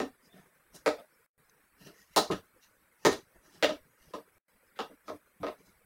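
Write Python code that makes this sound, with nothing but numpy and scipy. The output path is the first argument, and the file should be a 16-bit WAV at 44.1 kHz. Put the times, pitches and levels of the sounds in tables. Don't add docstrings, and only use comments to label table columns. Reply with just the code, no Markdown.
import sys
import numpy as np
from scipy import signal
from scipy.io import wavfile
from scipy.ndimage import uniform_filter1d

SR = 44100
rng = np.random.default_rng(int(sys.argv[2]) if len(sys.argv) > 2 else 0)


def store_pcm(level_fs):
    pcm = np.round(np.clip(level_fs, -1, 1) * 32767).astype(np.int16)
    wavfile.write(sys.argv[1], SR, np.atleast_2d(pcm).T)


N = 257984

# pitch in Hz, width in Hz (wider dies sooner), strength in dB against the rest of its group.
THUD_MODES = [(62, 8.1, -19), (94, 10, -5), (135, 120, -4), (184, 42, 7.5)]
THUMP_MODES = [(215, 45, -4.5), (264.6, 28, 1), (300, 13, 3.5), (385, 58, 5.5)]
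KNOCK_MODES = [(458.6, 38, 1), (605, 65, 4), (720, 89, -0.5), (813, 160, 2), (1032, 92, -2.5),
               (1266, 79, -2)]
CLACK_MODES = [(1610, 210, -3.5), (1832, 55, 1), (2220, 770, 0.5), (2790, 270, 1), (3570, 460, -1)]
TICK_MODES = [(3880, 450, -3), (3984, 36, -2), (4150, 220, -8), (5084, 660, 3.5), (5600, 47, -2),
              (5983, 330, 1), (6970, 820, -1.5)]
FIZZ_MODES = [(8160, 1100, -3), (11700, 2100, 0), (13500, 3200, -5.5)]


def gain_of(db):
    return 10 ** (np.asarray(db) / 20)


def evened(x):
    return x / np.sqrt(np.mean(x ** 2) + 1e-20)


def read(points, hz):
    f, value = np.transpose(points)
    return np.interp(np.log(hz + 1), np.log(f + 1), value)


def add(mix, s, sound):
    part = mix[max(round(s * SR), 0):][:len(sound)]
    part += sound[:len(part)]


def ring(modes, favoured_hz=1000, favour_db=0, crack_db=0):
    hz, width, db = np.transpose(modes)[:, :, None]
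    t = np.arange(2048) / SR
    db = db + favour_db * np.exp(-(np.log(hz / favoured_hz) / 0.091) ** 2)
    db = db + 3.0 * rng.standard_normal(db.shape)
    sign = (-1) ** np.arange(len(modes))[:, None]
    strength = sign * gain_of(db) * np.sqrt(width)
    sines = (strength * np.exp(-np.pi * width * t) * np.sin(2 * np.pi * hz * t)).sum(0)
    centre_hz, span = np.sqrt(hz.min() * hz.max()), np.ptp(hz) + width.max()
    crack = np.sqrt(span) * np.exp(-np.pi * span * t) * np.sin(2 * np.pi * centre_hz * t)
    low_cut = signal.butter(3, 0.7 * hz.min(), "high", fs=SR, output="sos")
    return signal.sosfilt(low_cut, sines + gain_of(crack_db) * crack)


def room_tone():
    # Hz, strength in dB against the other rows.
    air_colour = [(15, -35), (30, -13.5), (62, 6.5), (90, -11.5), (180, -4.5), (320, -6.5), (520, -3.5),
                  (690, -11), (1500, -4), (2300, -8.5), (2900, -19), (7600, -26), (8000, -31), (10800, -21),
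                  (16000, -25)]
    # Hz, size of the drift in dB.
    unevenness = [(60, 5), (400, 2.5), (1500, 0), (6000, 4)]
    # Hz, rms level in dB.
    whines = [(8000, -81), (8824, -79.5)]
    frames, hz = N // 256 + 5, np.fft.rfftfreq(1024, 1 / SR)
    real, imaginary, patches = rng.standard_normal((frames, 513, 3)).T
    patches = uniform_filter1d(patches, size=2, axis=0)
    patches = evened(uniform_filter1d(patches, size=10, axis=1))
    level_db = read(air_colour, hz)[:, None] + read(unevenness, hz)[:, None] * patches
    z = (real + 1j * imaginary) * gain_of(level_db)
    air = signal.istft(z, nperseg=1024, noverlap=768)[1][:N]
    t = np.arange(N) / SR
    tones = sum(np.sqrt(2) * gain_of(db) * np.sin(2 * np.pi * f * t) for f, db in whines)
    return gain_of(-58) * evened(air) + tones


def click(s, half, db):
    t = np.arange(-200, 200) / SR
    puff = rng.standard_normal(len(t)) * np.exp(-(t / half) ** 2)
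    crackle = signal.fftconvolve(puff, ring(KNOCK_MODES[4:] + CLACK_MODES + TICK_MODES))[:600]
    return s, gain_of(db) * evened(crackle)


def squeak(s, length, hz, db):
    t = np.arange(int(length * SR)) / SR
    narrow = signal.fftconvolve(rng.standard_normal(9000), ring([(hz, 60, 0)]))
    narrow = narrow[2000:2000 + len(t)]
    return s, gain_of(db) * evened(narrow) * np.hanning(len(t))


def brush(s, rise, fall, drag_db, hiss_db):
    ends_db = -24
    roundness = 1.33
    t = np.arange(SR // 2) / SR - rise
    fibres = rng.standard_normal((2, len(t))) * (rng.random((2, len(t))) < [[.03], [.1]])
    low_modes = THUD_MODES[2:] + THUMP_MODES + KNOCK_MODES + CLACK_MODES[:2]
    high_modes = CLACK_MODES[3:] + TICK_MODES + FIZZ_MODES
    drag = signal.fftconvolve(fibres[0], ring(low_modes))[:len(t)]
    hiss = signal.fftconvolve(fibres[1], ring(high_modes))[:len(t)]
    away = np.maximum(-t / max(rise, 1e-3), t / max(fall, 1e-3))
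    stroke = gain_of(ends_db * away ** roundness)
    return s - rise, stroke * (gain_of(drag_db) * evened(drag) + gain_of(hiss_db) * evened(hiss))


def room(stretch, tail_db, build_s):
    # typical delay in seconds, strength in dB against the other echoes.
    wall_echoes = [(.0062, 3), (.0092, -4), (0.0162, 7), (0.024, -11), (0.028, -0.5)]
    # Hz, seconds to fall by 60 dB (before stretch).
    ring_times = [(100, 0.35), (260, 0.25), (700, 0.26), (1840, 0.25), (4850, 0.3), (12800, 0.23)]
    size = SR // 2
    taps = np.zeros(size)
    places = np.arange(0, size - 10, 10) + rng.integers(0, 10, (size - 1) // 10)
    taps[places] = rng.choice([-1., 1.], (size - 1) // 10)
    hz, t, z = signal.stft(taps, SR, nperseg=256)
    fade = gain_of(-60 * t / (stretch * read(ring_times, hz)[:, None]))
    tail = signal.istft(z * fade, SR, nperseg=256)[1][:size]
    tail *= 1 - np.exp(-np.arange(size) / SR / max(build_s, 1e-4))
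    out = tail / np.linalg.norm(tail)
    for s, db in wall_echoes:
        shifted_s = s * (1 + 0.15 * rng.uniform(-1, 1))
        out[int(SR * shifted_s)] += gain_of(db - 13.5)
    out *= gain_of(tail_db)
    out[0] = 1
    return out


def blow(s, knock_db, weight_db, clack_db, hardness_db, tail_db, favoured_hz):
    # dB per dB, then an offset in dB.
    thud_slope, thud_offset_db = (1.9, -8)
    stretch = np.clip(0.87 + 0.0061 * hardness_db, .05, 3)
    drive = -room(stretch, tail_db, build_s=0.004)
    groups = (
        (THUD_MODES, thud_slope * weight_db + thud_offset_db),
        (THUMP_MODES, weight_db),
        (KNOCK_MODES, 0),
        (CLACK_MODES, clack_db),
        (TICK_MODES, hardness_db),
        (FIZZ_MODES, 1.6 * hardness_db - 3.5),
    )
    out = 0
    for modes, db in groups:
        part = signal.fftconvolve(drive, ring(modes, favoured_hz, favour_db=5.5, crack_db=-4.0))
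        loudest = np.sqrt(uniform_filter1d(part ** 2, size=800).max())
        out = out + gain_of(knock_db + db) * part / loudest
    return s, out


def scene():
    # start in seconds, knock level in dB, weight (thump against knock) in dB,
    # clack against knock in dB, hardness (tick against knock) in dB, room against direct sound in dB,
    # favoured region in Hz.
    blow_rows = [(0.001, -30.5, -4, -8.5, -17, 0.5, 275.3), (.745, -64, 1.5, -3, 7.5, 15, 3802),
                 (0.8613, -22.5, -10.5, -9, -18, 5.2, 500), (0.983, -49.5, -10.5, -10.5, -23.5, 6, 595),
                 (2.162, -21, -8.5, -11.5, -5.5, 8.5, 3990), (2.301, -33, 3, -43, -47.5, 2.5, 382),
                 (2.308, -36.5, -5.5, -4, -11.5, 23, 617), (3.050, -21, -1.5, -6, -9.5, 7, 373.5),
                 (3.112, -39, -7.5, -5.5, -5.5, 11.5, 452), (3.6261, -22.5, -9.5, -3.5, -14, 8, 603.6),
                 (3.6928, -32.5, -10.5, -11, -18, 1, 580.6), (4.137, -37, -8, -14, -20.5, 5, 1050),
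                 (4.757, -67, -9.5, 10.5, -10.5, 21, 3490), (4.79, -34, -8.5, -7.5, -16.5, 6, 1255),
                 (4.897, -54, -2, -34.5, -41, 1.8, 473), (5.081, -42, -4.5, -12.5, -17, 6, 1200),
                 (5.1, -37.5, -8, -25.5, -33, -1, 492), (5.401, -62.5, 12, -10.5, -17.5, 4.5, 70),
                 (5.4316, -32.5, -7.5, -17.5, -28.5, 5.5, 916), (5.467, -35.5, -9, -10, -21.5, 1, 605)]
    # start in seconds, length in seconds, pitch in Hz,
    # level in dB before the swell and fade.
    squeak_rows = [(0.209, .09, 4900, -68.5), (0.285, 0.09, 3550, -64.5), (0.339, 0.084, 4940, -77),
                   (0.406, .05, 6400, -74.5), (1.118, 0.059, 5330, -73.5), (1.83, 0.064, 5860, -61.5),
                   (1.88, 0.19, 1880, -60.5), (2.077, 0.2, 2111, -59)]
    # start in seconds, half length of the puff in seconds, level in dB.
    click_rows = [(1.4922, 0.0014, -60.5)]
    # loudest moment in seconds, rise in seconds, fall in seconds,
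    # drag level in dB, fibre hiss level in dB (both at the loudest moment).
    brush_rows = [(.26, .08, .08, -64, -65), (.366, .1, 0.15, -53, -66), (0.498, .1, .06, -63, -85.5),
                  (.746, .03, .1, -53.5, -56.5), (1.821, .08, .08, -59.5, -60),
                  (1.871, .08, .12, -49.5, -57), (2.0, .12, .2, -65.5, -60.5),
                  (2.14, .06, 0.022, -71, -60.5), (2.63, .03, .1, -75.5, -57.5),
                  (3.04, 0.07, .01, -55, -58.5), (3.348, .03, 0.086, -58, -97),
                  (3.456, 0.071, 0.13, -56.5, -63), (3.56, 0.13, 0.13, -55.5, -59.5),
                  (4.04, 0.11, 0.13, -62, -63), (4.115, 0.067, 0.023, -60.5, -62.5),
                  (4.78, .06, .01, -61.5, -73), (5.078, 0.032, 0.013, -56, -59),
                  (5.59, .03, 0.074, -58.5, -66.5), (5.672, 0.12, .12, -59.5, -64.5)]
    mix = room_tone()
    for row in blow_rows:
        add(mix, *blow(*row))
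    for row in squeak_rows:
        add(mix, *squeak(*row))
    for row in click_rows:
        add(mix, *click(*row))
    for row in brush_rows:
        add(mix, *brush(*row))
    return mix[None]


def record(dry, open_db=-48, slope=0.6, depth_db=8, margin_db=10, bin_slope=0.66):
    # start in seconds, end in seconds.
    gaps = [(1.264, 1.379), (4.383, 4.482)]
    power_db = 10 * np.log10(abs(uniform_filter1d(dry[0] ** 2, size=900, origin=300)) + 1e-12)
    hz, _, z = signal.stft(dry[0], SR, nperseg=512, noverlap=384)
    bin_db = 10 * np.log10(uniform_filter1d(abs(z) ** 2, size=6, axis=1) + 1e-20)
    floor_db = np.percentile(bin_db, 30, axis=1, keepdims=True)
    lacking_db = np.clip(margin_db - (bin_db - floor_db), 0, 20)
    bin_gain = gain_of(-bin_slope * (hz[:, None] < 7800) * lacking_db)
    out = signal.istft(z * bin_gain, nperseg=512, noverlap=384)[1][None, :N]
    out = out * gain_of(-np.clip(slope * (open_db - power_db), 0, depth_db))
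    t = np.arange(N) / SR
    for start, end in gaps:
        inside = (t > start) & (t < end)
        out[:, inside] *= gain_of(-20 - 300 * np.minimum(t - start, end - t)[inside])
    treble_limit = signal.firwin(511, 15950, window=("kaiser", 9), fs=SR)
    return signal.oaconvolve(out, treble_limit[None], "same")


dry = scene()
out = record(dry)
store_pcm(out)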